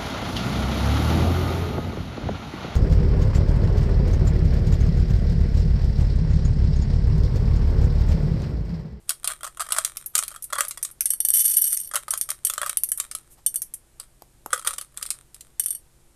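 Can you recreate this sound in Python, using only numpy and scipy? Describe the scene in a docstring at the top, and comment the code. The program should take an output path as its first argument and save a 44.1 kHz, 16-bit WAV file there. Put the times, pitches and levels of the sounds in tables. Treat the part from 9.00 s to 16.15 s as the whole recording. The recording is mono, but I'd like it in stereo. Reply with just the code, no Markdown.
"""Candies from box to plate

Small hard candies are shaken from a thin plastic box into a palm, then poured onto a china plate.
In the box each clicks, bounces and knocks the hollow shell; on the plate they tick and ring the china.
The last few drop one by one. Close stereo microphone with a bright top, small quiet room."""
import sys
import numpy as np
from scipy import signal
from scipy.fft import rfft, irfft
from scipy.io import wavfile
from scipy.ndimage import uniform_filter1d

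SR = 44100
rng = np.random.default_rng(int(sys.argv[2]) if len(sys.argv) > 2 else 0)


def int16_out(signal):
    """Quantize to a 16-bit WAV file."""
    q = np.round(np.clip(np.atleast_2d(signal).T, -1, 1) * 32767)
    wavfile.write(sys.argv[1], SR, q.astype(np.int16))


N = 315315
HIT_SAMPLES, ATTACK_SAMPLES = 4096, 265
TIME_S, AGE_S = np.arange(N) / SR, np.arange(HIT_SAMPLES) / SR
BOX_PAN_DB, PLATE_PAN_DB, PAN_VARY_DB = 0.5, -2.5, 1.5  # left minus right


def undb(db):
    """Decibels to gain."""
    return 10 ** (np.asarray(db) / 20)


def decay(t60_s):
    """Exponential decay, one hit long."""
    return np.exp(-np.log(1000) * AGE_S / t60_s)


def unit_rms(x, samples=None):
    """Scale to rms 1 over the leading samples, by default all."""
    return x / np.sqrt(np.mean(x[..., :samples] ** 2))


def tint(x, curve, size=1024):
    """Minimum-phase filter through (freq_hz, gain_db) points."""
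    hz, db = np.transpose(curve)
    grid_hz = np.maximum(np.arange(size // 2 + 1) * SR / size, 1)
    gain = undb(np.interp(np.log(grid_hz), np.log(hz), db))
    cepstrum = irfft(np.log(gain))
    cepstrum[1:size // 2] *= 2
    cepstrum[size // 2 + 1:] = 0
    response = irfft(np.exp(rfft(cepstrum)))
    return signal.fftconvolve(x, response[None], axes=1)[:, :x.shape[1]]


def stereo_noise(samples, width):
    """Common noise plus each side's own, weighted by width."""
    noise = rng.standard_normal((3, samples))
    return noise[0] + width * noise[1:]


def add(out, start_s, sound):
    """Mix a sound in at start_s."""
    start = max(int(start_s * SR), 0)
    out[:, start:start + sound.shape[1]] += sound[:, :max(out.shape[1] - start, 0)]


def pan(sound, pan_db, lag_samples=2):
    """Treble beams towards one capsule; the hands are slightly right, so the left lags."""
    gains = unit_rms(undb(np.array([[1], [-1]]) * np.clip(pan_db, -10, 10) / 2))
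    left, right = sound * gains
    return np.array([np.roll(left, lag_samples), right])


def contact(spectrum, t60_s, width=0.89, vary_db=3, rise_s=0.00096):
    """Dense, heavily damped resonances, coloured anew by each spot struck."""
    colour = [(hz, db + vary_db * rng.standard_normal()) for hz, db in spectrum]
    burst = stereo_noise(HIT_SAMPLES, width) * decay(t60_s) * (1 - decay(rise_s))
    return tint(burst, colour)


def ring(modes, vary_db, detune, phase_vary_rad):
    """Modes whose shares depend on where the blow lands and which way they radiate."""
    out = 0
    for hz, db, t60_s in modes:
        share, shift, left, right = rng.standard_normal(4)
        phase = 2 * np.pi * hz * (1 + detune * shift) * AGE_S
        phase = phase + phase_vary_rad * np.array([[left], [right]])
        gain = rng.choice([-1, 1]) * undb(db + vary_db * share)
        out = out + gain * np.sin(phase) * decay(t60_s)
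    return out * (1 - decay(0.0039))


def bounces(spacing_s, loss_db, count):
    """An oval candy lands, then rebounds more softly: (delay_s, gain) per touch."""
    delays_s = np.cumsum(spacing_s * rng.uniform(.3, 1.3, count))
    gains = undb(loss_db * (1 + np.arange(count) / 2)) * rng.uniform(0.27, 1.6, count)
    return [(0.000042, 1)] + list(zip(delays_s, gains))


def strike(sound, touches):
    """A response repeated at each touch; attack rms 1."""
    out = np.zeros((2, HIT_SAMPLES))
    for delay_s, gain in touches:
        add(out, delay_s, gain * sound)
    return unit_rms(out, ATTACK_SAMPLES)


def impacts(rate_per_s, spread_db):
    """Random impulses of unequal size, slightly different on each side."""
    size = undb(spread_db * np.minimum(rng.exponential(size=N), 3))
    return (rng.random(N) < rate_per_s / SR) * size * stereo_noise(N, 0.51)


# Noise floor: freq_hz, gain_db
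FLOOR_SPECTRUM = [(20, 8), (55, 0.5), (95, -4.5), (140, -6), (200, -10.5), (400, -13), (1000, -19.5),
                  (2500, -24), (6000, -25.5), (9500, -19.5), (14000, -29.5)]
# Room hum: pitch_hz, level_db
HUM_TONES = [(49, -66), (129, -70), (344.5, -76)]

def background(floor_db=-56):
    """Low room rumble, microphone hiss and a faint hum."""
    floor = unit_rms(tint(stereo_noise(N, 1.0), FLOOR_SPECTRUM, size=8192))
    hum = sum(undb(db) * np.sqrt(2) * np.sin(2 * np.pi * hz * TIME_S) for hz, db in HUM_TONES)
    return undb(floor_db) * floor + hum


def room(x, t60_s=0.14, tail_db=-12.5, echo_s=0.008, echo_db=-21.5):
    """Direct sound, one near reflection and a short diffuse tail."""
    age_s = TIME_S[:2 * HIT_SAMPLES]
    envelope = np.exp(-np.log(1000) * age_s / t60_s) * np.minimum(age_s / 0.012, 1)
    tail = stereo_noise(len(age_s), 0.69) * envelope
    response = undb(tail_db) * tail / np.sqrt(np.sum(tail ** 2) / 2)
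    echo = stereo_noise(HIT_SAMPLES, 0.62) * decay(0.018)
    add(response, echo_s, undb(echo_db) * echo / np.sqrt(np.sum(echo ** 2) / 2))
    return x + signal.fftconvolve(x, response, axes=1)[:, :N]


# Fingertip thud: freq_hz, gain_db
THUD_SPECTRUM = [(120, -10.5), (400, -10), (850, 0), (1300, -15), (2200, -29.5), (12000, -17.5)]
# Bumps on the box: start_s, level_db
FINGER_TAPS = [(5.221, -39), (5.461, -29)]
# Slides on the plastic: middle_s, length_s, centre_hz, level_db
FINGER_RUBS = [(4.326, 0.04, 9760, -49.5), (4.389, 0.035, 790, -56)]

def fingers():
    """Fingertips bump the box dully or rub softly along it."""
    out = np.zeros((2, N))
    for start_s, db in FINGER_TAPS:
        thud = contact(THUD_SPECTRUM, t60_s=0.014, width=0.32, vary_db=0)
        add(out, start_s, undb(db) * unit_rms(thud, ATTACK_SAMPLES))
    for middle_s, length_s, hz, db in FINGER_RUBS:
        friction = unit_rms(tint(stereo_noise(N, 1.0), [(hz / 2, -18), (hz, 0), (hz * 2, -18)]))
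        swell = np.exp(-(2 * (TIME_S - middle_s) / length_s) ** 2)
        out += undb(db) * friction * swell
    return out


# Hard tick: freq_hz, gain_db
TICK_SPECTRUM = [(500, -47.5), (1600, -21.5), (4500, -21), (6000, -9), (7200, -14), (9000, 4), (11500, 2),
                 (14000, -7.5)]

def candy_tick(t60_s, vary_db=3):
    """A candy meets a hard surface: a bright tick."""
    return contact(TICK_SPECTRUM, t60_s, vary_db=vary_db)


# Light candy ticks: start_s, level_db
LIGHT_TICKS = [(1.0605, -25.5), (1.4238, -29.5), (1.441, -27), (1.6823, -25.5), (1.8276, -19),
               (1.9123, -37.5), (2.091, -36), (3.8884, -25), (3.975, -25), (4.542, -25.5), (4.6187, -21.5),
               (4.738, -26), (6.6367, -26.5)]

def light_ticks():
    """Light dry candy ticks: on each other, on the box, or rebounding on the plate."""
    out = np.zeros((2, N))
    for start_s, db in LIGHT_TICKS:
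        tick = candy_tick(t60_s=0.048)
        touches = bounces(spacing_s=0.004, loss_db=-17, count=3)
        add(out, start_s, undb(db) * strike(tick, touches))
    return out


# China resonances: pitch_hz, gain_db, unladen_t60_s
PLATE_MODES = [(1770, -30, .04), (3020, -25, .07), (3520, -25, .05), (4510, -28, .13), (5660, -15, .05),
               (6240, -21, .06), (8265, -11, .08), (8930, 0, .055), (9820, -9, .07), (10490, -8, .09),
               (10900, -9, .05), (11615, -2, .075), (12900, -8, .05), (13720, -9, .075)]

def china_ring(detune, damped_above_hz=4500, halvings_per_octave=0.51):
    """The plate rings; candies lying on it cut its high modes short."""
    modes = [(hz, db, t60_s * min(damped_above_hz / hz, 1) ** halvings_per_octave)
             for hz, db, t60_s in PLATE_MODES]
    return ring(modes, vary_db=1.0, detune=detune, phase_vary_rad=1.0)


# Single landings: start_s, level_db
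PLATE_DROPS = [(2.0073, -11.5), (2.0565, -13.5), (2.104, -12), (2.1351, -18), (2.203, -13), (2.2496, -11),
               (2.286, -13), (2.3032, -13), (2.344, -19), (2.3678, -15.5), (2.5687, -14.5), (2.728, -15),
               (2.7726, -16.5), (3.1064, -14.5), (3.1756, -22), (3.212, -15), (3.4494, -11.5),
               (3.4695, -15), (3.771, -12), (3.8351, -14), (3.9176, -14.5), (4.463, -11), (4.558, -15),
               (6.5963, -13.5), (6.66, -16.5), (6.6825, -23.5), (6.7057, -19), (6.727, -28),
               (6.7493, -25.5)]

def plate_drops(ring_db=-3, ring_vary_db=4.5):
    """Tick, ring and soft rebounds; the ring varies as a candy meets bare china or other candies."""
    out = np.zeros((2, N))
    for start_s, db in PLATE_DROPS:
        spot, side = rng.standard_normal(2)
        tick = unit_rms(candy_tick(t60_s=0.02, vary_db=4.5), ATTACK_SAMPLES)
        chime = unit_rms(china_ring(detune=0.0022), ATTACK_SAMPLES)
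        touches = bounces(spacing_s=.0075, loss_db=-11.5, count=3)
        landing = strike(tick + undb(ring_db + ring_vary_db * spot) * chime, touches)
        add(out, start_s, undb(db) * pan(landing, PLATE_PAN_DB + PAN_VARY_DB * side))
    return out


def pour_flow(start_s=2.31, rise_s=.04, thin_after_s=0.27, thin_db_per_s=-51, end_s=2.9, fall_s=.05):
    """Flow of the handful, 0-1: swells, holds, thins out, stops."""
    age_s = TIME_S - start_s
    moving = np.clip(age_s / rise_s, 0, 1) * np.clip((end_s - TIME_S) / fall_s, 0, 1)
    return moving * undb(thin_db_per_s * np.maximum(age_s - thin_after_s, 0))


def pour(level_db=-17.5, ring_db=1, spots=8, spot_rate_per_s=70):
    """Candies tumble over the plate; contacts grow fewer and softer as the flow dies."""
    flow, out = pour_flow(), np.zeros((2, N))
    for _ in range(spots):
        tick = unit_rms(candy_tick(t60_s=0.038))
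        chime = undb(ring_db) * unit_rms(china_ring(detune=0.0016))
        landings = impacts(spot_rate_per_s * flow, spread_db=2.0)
        out += signal.oaconvolve(landings, tick + chime, axes=1)[:, :N]
    flow_rms = np.sqrt(np.mean(flow ** 2))
    return undb(level_db) * flow_rms * unit_rms(out * np.sqrt(flow))


# Shell resonances: pitch_hz, gain_db, t60_s
SHELL_MODES = [(1102, -12, 0.0073), (1167, -4.5, 0.026), (1279, 1, 0.02), (1430, 1, 0.011),
               (1650, -8, 0.012), (1908, -3, 0.01), (3280, -10.5, 0.034)]
# Air in the box, ringing lower as it empties: time_s, pitch_hz
CAVITY_PITCH = [(.8, 670), (1.5, 597), (3.6, 601), (5.5, 552)]

def shell_knock(time_s, vary_db=2.5, cavity_db=-11.5, cavity_t60_s=0.033):
    """Hollow knock of shell and enclosed air; so small a body radiates no bass."""
    cavity_hz = np.interp(time_s, *np.transpose(CAVITY_PITCH))
    modes = SHELL_MODES + [(cavity_hz, cavity_db, cavity_t60_s)]
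    knock = ring(modes, vary_db, detune=0.023, phase_vary_rad=0.15)
    return signal.sosfilt(signal.butter(3, 470, "high", fs=SR, output="sos"), knock)


# Candy click and plastic wall clack: freq_hz, gain_db
CLICK_SPECTRUM = [(2000, -41.5), (5500, -15.5), (7000, -6.5), (8700, 2), (11000, -5.5), (12500, -9),
                  (14000, -12.5)]
CLACK_SPECTRUM = [(900, -38.5), (2200, -5), (3400, -1.5), (4800, 0), (6300, -3), (8500, -22)]

def box_blow(start_s, click_db, knock_db, clack_re_click_db=-9.5, clack_vary_db=0.96):
    """One blow clicks the candy, clacks the stiff wall and knocks the hollow shell."""
    wall, side = rng.standard_normal(2)
    touches = bounces(spacing_s=.0035, loss_db=-8.0, count=4)
    click = strike(contact(CLICK_SPECTRUM, t60_s=0.018, vary_db=2.5), touches)
    clack = strike(contact(CLACK_SPECTRUM, t60_s=0.023, width=0.66), touches)
    clack *= undb(clack_re_click_db + clack_vary_db * wall)
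    snap = undb(click_db) * (click + clack)
    knock = undb(knock_db) * strike(shell_knock(start_s), touches)
    return pan(snap, BOX_PAN_DB + PAN_VARY_DB * side) + pan(knock, 0)


def jostling(blows, gain_db=-19, clack_db=-8, knock_db=-9, settle_t60_s=0.27, swell_s=0.034):
    """Each blow stirs the other candies, which scrape and nudge until they settle."""
    pushes = np.zeros(N)
    for start_s, click_db, _ in blows:
        pushes[int(start_s * SR)] += undb(click_db) ** 2
    retention = np.exp(-2 * np.log(1000) / (settle_t60_s * SR))
    energy = signal.lfilter([1], [1, -retention], pushes)
    stir = np.sqrt(np.abs(uniform_filter1d(energy, int(swell_s * SR))))
    nudges = impacts(rate_per_s=300, spread_db=8.5)
    knock = signal.fftconvolve(nudges, shell_knock(time_s=2.8, vary_db=0.5), axes=1)[:, :N]
    grit = stereo_noise(HIT_SAMPLES, 1.0) * decay(0.0081)
    scrape = signal.fftconvolve(nudges, grit, axes=1)[:, :N]
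    click = unit_rms(tint(scrape, CLICK_SPECTRUM))
    clack = unit_rms(tint(scrape, CLACK_SPECTRUM))
    rattle = click + undb(clack_db) * clack + undb(knock_db) * unit_rms(knock)
    return pan(undb(gain_db) * stir * rattle, BOX_PAN_DB)


# Shakes sliding candies against the lid: start_s, length_s, knock_db
SHAKES = [(0.284, .032, -37), (0.432, 0.046, -35.5), (0.596, 0.023, -31.5), (0.688, 0.075, -36),
          (0.764, 0.02, -30.5), (1.164, 0.077, -45), (1.315, .045, -43.5), (1.526, 0.1, -34.5),
          (2.937, 0.038, -29), (3.112, 0.041, -44.5), (3.615, .08, -42.5), (5.529, 0.063, -35),
          (5.648, 0.06, -36), (5.967, 0.055, -49.5)]

def shake_blows(count=5, lead_s=.024, lead_db=-9.5, vary_db=2.5, jitter=.2, click_re_knock_db=3.5):
    """One candy runs ahead, then a few hit the lid in turn: (start_s, click_db, knock_db) per blow."""
    blows = []
    for start_s, length_s, db in SHAKES:
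        lateness, softness = rng.standard_normal((2, count))
        turn = np.arange(count) + jitter * lateness * (np.arange(count) > 0)
        times_s = np.append(start_s - lead_s, start_s + length_s * turn / (count - 1))
        knocks_db = db + np.append(lead_db, -vary_db * softness)
        blows += zip(times_s, knocks_db + click_re_knock_db, knocks_db)
    return blows


# Single hard blows, hollower near the lid: start_s, click_db, knock_db
BOX_HITS = [(0.0928, -14, -40.5), (0.1045, -21, -33), (0.2436, -22, -34), (0.2748, -16, -38),
            (0.7213, -14, -30), (0.7845, -14, -21.5), (0.848, -15, -37), (0.9696, -25, -46.5),
            (1.1525, -11.5, -28), (1.1794, -15.5, -43), (1.189, -14, -29), (1.2352, -23.5, -46),
            (1.28, -25.5, -50), (1.5309, -22.5, -22.5), (1.5617, -48, -29), (1.5845, -23, -22.5),
            (1.6065, -13.5, -21.5), (1.65, -28, -37.5), (1.7092, -26, -43), (1.7743, -31, -40),
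            (1.849, -21.5, -45), (2.9563, -16, -29.5), (3.0813, -32, -31), (3.1368, -20, -28.5),
            (3.2894, -27, -35), (3.3028, -16.5, -45), (3.4987, -18, -32), (3.5362, -24.5, -38.5),
            (3.579, -24, -24.5), (3.6156, -23, -25), (3.6311, -28.5, -24), (3.6619, -24, -27),
            (3.6942, -19, -36), (3.9998, -17, -36), (4.1129, -28, -44), (4.15, -21, -37.5),
            (4.999, -29, -48), (5.5309, -16.5, -16), (5.6726, -14, -26), (5.7365, -29.5, -40.5),
            (5.7823, -23.5, -42), (5.8119, -27.5, -43.5), (5.9731, -27, -54), (6.027, -21.5, -44),
            (6.0624, -27.5, -62), (6.1041, -18, -55), (6.3443, -35.5, -70), (6.4082, -34.5, -72)]

def box():
    """Candies hit the box, singly and in shakes, and set the rest jostling."""
    out, blows = np.zeros((2, N)), BOX_HITS + shake_blows()
    for start_s, click_db, knock_db in blows:
        add(out, start_s, box_blow(start_s, click_db, knock_db))
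    return out + jostling(blows)


def scene():
    """Box, plate, candies and fingers in the room."""
    return room(box() + plate_drops() + pour() + light_ticks() + fingers()) + background()


# Capsules peaking at different pitches: freq_hz, left_minus_right_db
CAPSULE_BALANCE = [(3000, 0), (8000, -7.5), (9500, -7), (11000, 13.5), (14000, 0.5)]

def record(dry, ceiling=.9, cutoff_hz=14000):
    """The capsules colour the treble; the recorder clips the highest peaks and cuts the top."""
    left = tint(dry[:1], [(hz, db / 2) for hz, db in CAPSULE_BALANCE])
    right = tint(dry[1:], [(hz, -db / 2) for hz, db in CAPSULE_BALANCE])
    clipped = np.clip(np.vstack([left, right]), -ceiling, ceiling)
    return signal.sosfilt(signal.ellip(7, .3, 65, cutoff_hz, fs=SR, output="sos"), clipped)


dry = scene()
out = record(dry)
int16_out(out)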